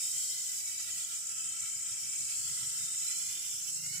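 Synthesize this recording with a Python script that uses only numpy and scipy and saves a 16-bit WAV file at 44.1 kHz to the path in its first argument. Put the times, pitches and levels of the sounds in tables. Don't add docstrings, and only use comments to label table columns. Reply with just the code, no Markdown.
import sys
import numpy as np
from scipy import signal
from scipy.fft import rfft, irfft, next_fast_len
from scipy.io import wavfile
from scipy.ndimage import map_coordinates

SR = 44100
rng = np.random.default_rng(int(sys.argv[2]) if len(sys.argv) > 2 else 0)


def store_pcm(level_fs):
    pcm = np.round(np.clip(level_fs, -1, 1) * 32767).astype(np.int16)
    wavfile.write(sys.argv[1], SR, np.atleast_2d(pcm).T)


N = 176400

# (time [s], lag [ms])
ECHO_LAG = [(0, 2.98), (.35, 2.89), (.67, 3.0), (1.05, 2.92), (1.4, 2.98), (2.0, 3.02), (2.85, 2.95),
            (3.12, 2.96), (3.45, 2.85), (3.7, 2.95), (3.8, 2.88), (3.92, 2.7), (4, 2.66)]


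def amp(db):
    return 10 ** (np.asarray(db) / 20)


def unit(x):
    return x / np.sqrt(np.mean(x ** 2) + 1e-20)


def along(points, hz):
    knots_hz, *columns = np.transpose(points)
    return np.array([np.interp(np.log(hz + 1), np.log(knots_hz + 1), c) for c in columns])


def curves(rows):
    times, *columns = np.transpose(rows)
    return [np.interp(np.arange(N) / SR, times, c) for c in columns]


def wobble(rate):
    return map_coordinates(rng.standard_normal(N // 20), [np.arange(N) * rate / SR], mode="wrap")


def filtered(x, response):
    size = next_fast_len(N + 8192)
    return irfft(rfft(x, size) * response(np.fft.rfftfreq(size, 1 / SR)), size)[..., :N]


def rush(colour, alike, lead_ms=0):
    noise = rng.standard_normal((3, N))
    pair = np.sqrt(alike) * noise[0] + np.sqrt(1 - alike) * noise[1:]
    advance_s = np.array([[.5], [-.5]]) * lead_ms / 1000
    return unit(filtered(pair, lambda hz: amp(along(colour, hz)) * np.exp(2j * np.pi * hz * advance_s)))


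def wandering(x, depth_db, width_hz, life_s):
    hz, times, spectrum = signal.stft(x, SR, nperseg=1024)
    grid = np.meshgrid(hz / width_hz, times / life_s, indexing="ij")
    field = np.array([map_coordinates(rng.standard_normal((400, 100)), grid, mode="wrap") for _ in x])
    swing_db = depth_db * np.interp(hz, [1300, 2400], [.3, 1])[:, None]
    _, coloured = signal.istft(spectrum * amp(swing_db * np.tanh(field)), nperseg=1024)
    return unit(coloured[:, :N])


def night_air():
    # (frequency [Hz], left [dB], right [dB])
    colour = [(29.6, -14, -15), (129, -5.5, 1), (224, 2, -1), (338, -1, -2), (470, -5.5, -10),
              (830, -2.5, -2), (990, -6, -25), (1840, 3, -9.5), (8000, -62, -51)]
    return amp(-70) * rush(colour, alike=.83)


def engine():
    # (time [s], firing rate [Hz], relative level [dB])
    run = [(0, 24, -93), (1.6, 22.2, -78.5), (2.1, 26.5, -89), (2.6, 25, -67.5), (3.0, 27, -76.5),
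           (3.65, 26.9, -74), (3.85, 27.05, -58.5), (4, 23, -59.5)]
    # (frequency [Hz], gain [dB])
    exhaust = [(80, -25), (105, -5), (127, 0), (136, -7.5), (150, -0.5), (162, 4), (180, -9.5), (215, -22),
               (300, -26)]
    firing_hz, level_db = curves(run)
    phase = 2 * np.pi * np.cumsum(firing_hz) / SR
    drone = np.zeros(N)
    for order in range(3, 11):
        order_db = along(exhaust, order * firing_hz)[0] + .57 * wobble(8.22)
        drone += amp(order_db) * np.sin(order * phase + rng.uniform(0, 2 * np.pi))
    return amp(level_db) * drone * amp([[-4], [3]])


def cricket_chorus():
    # (frequency [Hz], left [dB], right [dB])
    colour = [(4500, -94, -90), (5800, -55, -34), (6870, -7.5, -17), (7020, -2.5, -2.5), (7670, 1.5, -2),
              (8000, -2.5, -2.5), (8540, -6.5, -3), (9030, -12.5, -8), (9530, -25, -36), (10600, -63, -90)]
    # (time [s], relative level [dB])
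    swells = [(0, -38), (.22, -38), (.4, -42), (.47, -40), (.6, -44.5), (.93, -44), (1.02, -38.5),
              (1.1, -46), (1.17, -38), (1.25, -43), (1.32, -42.5), (1.5, -39), (1.9, -39.5), (2.02, -41.5),
              (2.1, -39), (2.45, -39), (2.6, -37.5), (3.14, -39), (3.35, -43), (3.42, -47), (3.5, -42),
              (3.65, -49), (3.75, -38.5), (3.82, -50), (3.88, -40.5), (4, -54)]
    level_db, = curves(swells)
    shrill = wandering(rush(colour, alike=.034), depth_db=3, width_hz=79, life_s=.1534)
    throb_db = .6 * wobble(20) + 1.14 * wobble(110)
    return amp(level_db + 1 + throb_db) * shrill


def cricket(chirps, strokes, pitch_hz, level_db, left_db):
    stroke_s, fall_hz_per_s = .011, 67000
    out = np.zeros((2, N + SR))
    t = np.arange(int(stroke_s * SR)) / SR
    swell = np.sin(np.pi * t / stroke_s)
    for chirp_s, chirp_db in chirps:
        for delay_s, stroke_db in strokes:
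            detune, force, *side_phases = rng.standard_normal(4)
            hz = pitch_hz + 60 * detune - fall_hz_per_s * (t - stroke_s / 2)
            tone = np.sin(2 * np.pi * np.cumsum(hz) / SR + np.array(side_phases)[:, None] / 2)
            start = int((chirp_s + delay_s - stroke_s / 2) * SR)
            gain = amp(level_db + chirp_db + stroke_db + force / 2)
            out[:, start:start + len(t)] += gain * swell * tone
    return out[:, :N] * amp([[left_db / 2], [-left_db / 2]])


def close_crickets():
    # (time [s], relative level [dB])
    high_chirps = [(.036, -32.5), (.164, -31), (.283, -32.5), (.4, -33.5), (.519, -36.5), (.639, -32),
                   (.762, -33.5), (.911, -32), (1.028, -34), (1.15, -35), (1.273, -31.5), (1.39, -32),
                   (1.506, -35), (1.621, -34.5), (1.734, -31), (1.848, -32.5), (1.963, -39), (2.079, -35),
                   (2.189, -33), (2.307, -35.5), (2.429, -32), (2.663, -41), (2.76, -33), (2.96, -30.5),
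                   (3.185, -37), (3.41, -36.5), (3.622, -35.5)]
    low_times = [0.366, 0.474, 0.585, .697, 0.811, .92, 1.032, 1.144, 1.255, 1.367, 1.478, 1.588, 1.7,
                 1.816, 1.923, 2.031, 2.143, 2.255, 2.37, 2.478, 2.845, 2.984, 3.111, 3.261, 3.377, 3.497,
                 3.613, 3.73, 3.847, 3.963]
    # (delay [s], relative level [dB])
    high_strokes = [(0, -5), (.019, -1), (.042, -12)]
    low_strokes = [(0, -1.3), (.017, 1)]
    high = cricket(high_chirps, high_strokes, pitch_hz=7120, level_db=-.5, left_db=9)
    low = cricket([(s, 0) for s in low_times], low_strokes, pitch_hz=6740, level_db=-41, left_db=12)
    return high + low


def flame():
    # (time [s], relative level [dB])
    puffs = [(.16, -70), (.36, -83), (0.628, -76), (.74, -78), (.88, -81), (.96, -69), (1.47, -79),
             (1.64, -72), (1.76, -70.5), (1.93, -69.5), (2.05, -69), (2.22, -68), (2.4, -68), (2.49, -65),
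             (2.64, -63), (2.83, -66), (3.27, -73), (3.55, -74), (3.8, -77), (3.88, -80), (3.98, -73)]
    # (frequency [Hz], left [dB], right [dB])
    colour = [(20, -16, -27), (38.2, -28, -19), (57.4, -7.5, -1), (86.5, 0, -1.5), (132, 4.5, 0.5),
              (197, -9, -8.5), (334, -20.5, -28), (610, -45, -34)]
    puff_s, floor_db = .03, -79
    t = np.arange(N) / SR
    puff_power = sum(amp(db) ** 2 * np.exp(-((t - s) / puff_s) ** 2) for s, db in puffs)
    return amp(4.5) * np.sqrt(amp(floor_db) ** 2 + puff_power) * rush(colour, alike=.97)


def off_ground(x, echo, scatter):
    tuft_lags = [-1.35, -1.0, -.72, -.35, .43]
    right_lag_ms, glints_per_s = .035, 3
    lag_ms, = curves(ECHO_LAG)
    sides = []
    for direct, extra_ms in zip(x, (0, right_lag_ms)):
        reflected = map_coordinates(direct, [np.arange(N) - (lag_ms + extra_ms) * SR / 1000], order=5)
        glints = sum(np.tanh(wobble(glints_per_s)) * np.roll(reflected, round(ms * SR / 1000))
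                     for ms in tuft_lags)
        sides.append(direct + echo * reflected + scatter * glints)
    return unit(np.array(sides))


def whistles():
    # (peak time [s], half-level width [s] / 2, pitch [Hz], level [dB], left over right [dB])
    notes = [(.2, .2, 3145, -55, 5), (.05, .25, 3760, -59.5, -10), (.39, .12, 3560, -72, 21),
             (0.728, .15, 2300, -58.5, -18), (.77, .15, 3770, -60, 17), (1.05, .15, 3060, -58, -20),
             (1.03, .15, 4460, -68, 19), (1.42, .15, 2600, -59.5, -20), (1.499, .12, 3076, -57, -4),
             (1.68, .13, 2270, -59, -19), (1.771, .13, 3096, -59, -10), (2.049, .12, 3057, -62, 10),
             (2.349, .15, 3100, -64, 7), (2.66, .15, 4090, -59, 15), (3.002, .15, 3040, -60, 10),
             (3.18, .13, 2380, -57.5, -18), (3.45, .15, 2971, -61, 15), (3.42, .2, 3540, -56, 14),
             (3.92, .1, 2186, -56.5, -20), (3.869, 0.13, 2842, -58, -12), (3.87, .2, 4500, -57, -20),
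             (3.978, .1, 4190, -62, 13)]
    width_hz = 170
    t, out = np.arange(N) / SR, np.zeros((2, N))
    lag_ms, = curves(ECHO_LAG)
    for peak_s, half_s, hz, level_db, left_db in notes:
        sounding = np.abs(t - peak_s) < 2 * half_s
        pitch_hz = hz * np.interp(peak_s, t, lag_ms) / lag_ms[sounding]
        breath = (wobble(width_hz) + 1j * wobble(width_hz))[sounding]
        tone = unit(np.real(breath * np.exp(2j * np.pi * np.cumsum(pitch_hz) / SR)))
        swell = (1 + np.cos(np.pi * (t[sounding] - peak_s) / (2 * half_s))) / 2
        pan = unit(amp([[left_db / 2], [-left_db / 2]]))
        out[:, sounding] += amp(level_db) * swell * tone * pan
    return out


def torch_jet():
    # (time [s], rasp [dB], sharp edge [dB], hiss [dB])
    band_levels = [(0, -52, -51, -41), (.25, -54.5, -53, -41.5), (.5, -51.5, -54, -43.5),
                   (.75, -53.5, -53.5, -44), (1.05, -53, -53, -45), (1.4, -54, -59.5, -46),
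                   (1.8, -53.5, -57.5, -46.5), (2.15, -52, -53, -44), (2.55, -51.5, -55.5, -44),
                   (2.95, -53, -54.5, -44.5), (3.25, -52, -54, -41), (3.42, -52.5, -56.5, -44.5),
                   (3.6, -55.5, -59, -44), (3.78, -55.5, -55.5, -43.5), (4, -53, -54, -44)]
    # (time [s], relative level [dB])
    fizz_levels = [(0, -52), (.5, -52), (1.05, -55.5), (1.4, -57.8), (1.9, -58.2), (2.5, -55), (2.95, -54),
                   (3.22, -52.6), (3.42, -56), (3.78, -53.3), (4, -56)]
    # (frequency [Hz], left [dB], right [dB])
    rasp_colour = [(284, -25, -19.5), (674, -23.5, -20.5), (1085, -23.5, -17.5), (1385, -8, -1),
                   (1740, -28, -9), (2015, -20, 2), (2400, -13.5, 0.5), (2720, -19, 2.5), (2720, -12.5, -9),
                   (3075, 5, 3), (3380, -26, 1.5), (3670, -27, -25), (4800, -35, -20), (7100, -56, -52)]
    edge_colour = [(2000, -70, -70), (2900, -35, -50), (3570, -26, -25), (3420, -4, -17), (3705, 3.5, -24),
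                   (3800, 0, -23), (4250, 3.5, -32), (4870, 2.5, -31), (5060, -32, -32), (7000, -51, -60)]
    hiss_colour = [(4050, -68, -40), (4560, -30, -24), (4920, -6.5, -1.5), (5620, 1, 1), (6090, -7.5, 0),
                   (7910, 3, 4), (8470, -6, -5), (9270, -25, -14.5), (9530, -31.5, -3), (10540, -2.5, -5),
                   (11420, -26, -30), (13700, -47, -55)]
    fizz_colour = [(4500, -80, -80), (6840, -41, -34), (8900, -2, 0), (10000, -9, -1), (12000, -2.5, 5.5),
                   (13300, 1.5, 1.5), (16000, -5.5, 1)]
    rasp_db, edge_db, hiss_db = curves(band_levels)
    fizz_db, = curves(fizz_levels)
    rasp = wandering(rush(rasp_colour, alike=.65, lead_ms=-.09), depth_db=4.5, width_hz=80, life_s=.2)
    edge = wandering(rush(edge_colour, alike=.2), depth_db=7, width_hz=80, life_s=.22)
    hiss = wandering(rush(hiss_colour, alike=.03), depth_db=3.5, width_hz=100, life_s=.2)
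    rasp = off_ground(off_ground(rasp, echo=.95, scatter=.15), echo=.25, scatter=.4)
    edge = off_ground(off_ground(edge, echo=1, scatter=.1), echo=.35, scatter=.6)
    hiss = off_ground(hiss, echo=.8, scatter=.25)
    rasp *= amp(rasp_db - 1 + 1.57 * wobble(34.92))
    edge *= amp(edge_db + .5)
    hiss *= amp(hiss_db + 4.5 + .38 * wobble(50))
    fizz_gain = amp(fizz_db + 5.5 + .75 * wobble(6.7))
    fizz = fizz_gain * off_ground(rush(fizz_colour, alike=.03), echo=.2, scatter=.33)
    sputter_db, surge_db = .35 * wobble(130), .95 * wobble(22)
    return amp(sputter_db + surge_db) * (rasp + edge + hiss + fizz + whistles())


def scene():
    return close_crickets() + torch_jet() + flame() + cricket_chorus() + engine() + night_air()


def record(dry):
    top_hz = 15600
    return filtered(dry, lambda hz: hz < top_hz)


dry = scene()
out = record(dry)
store_pcm(out)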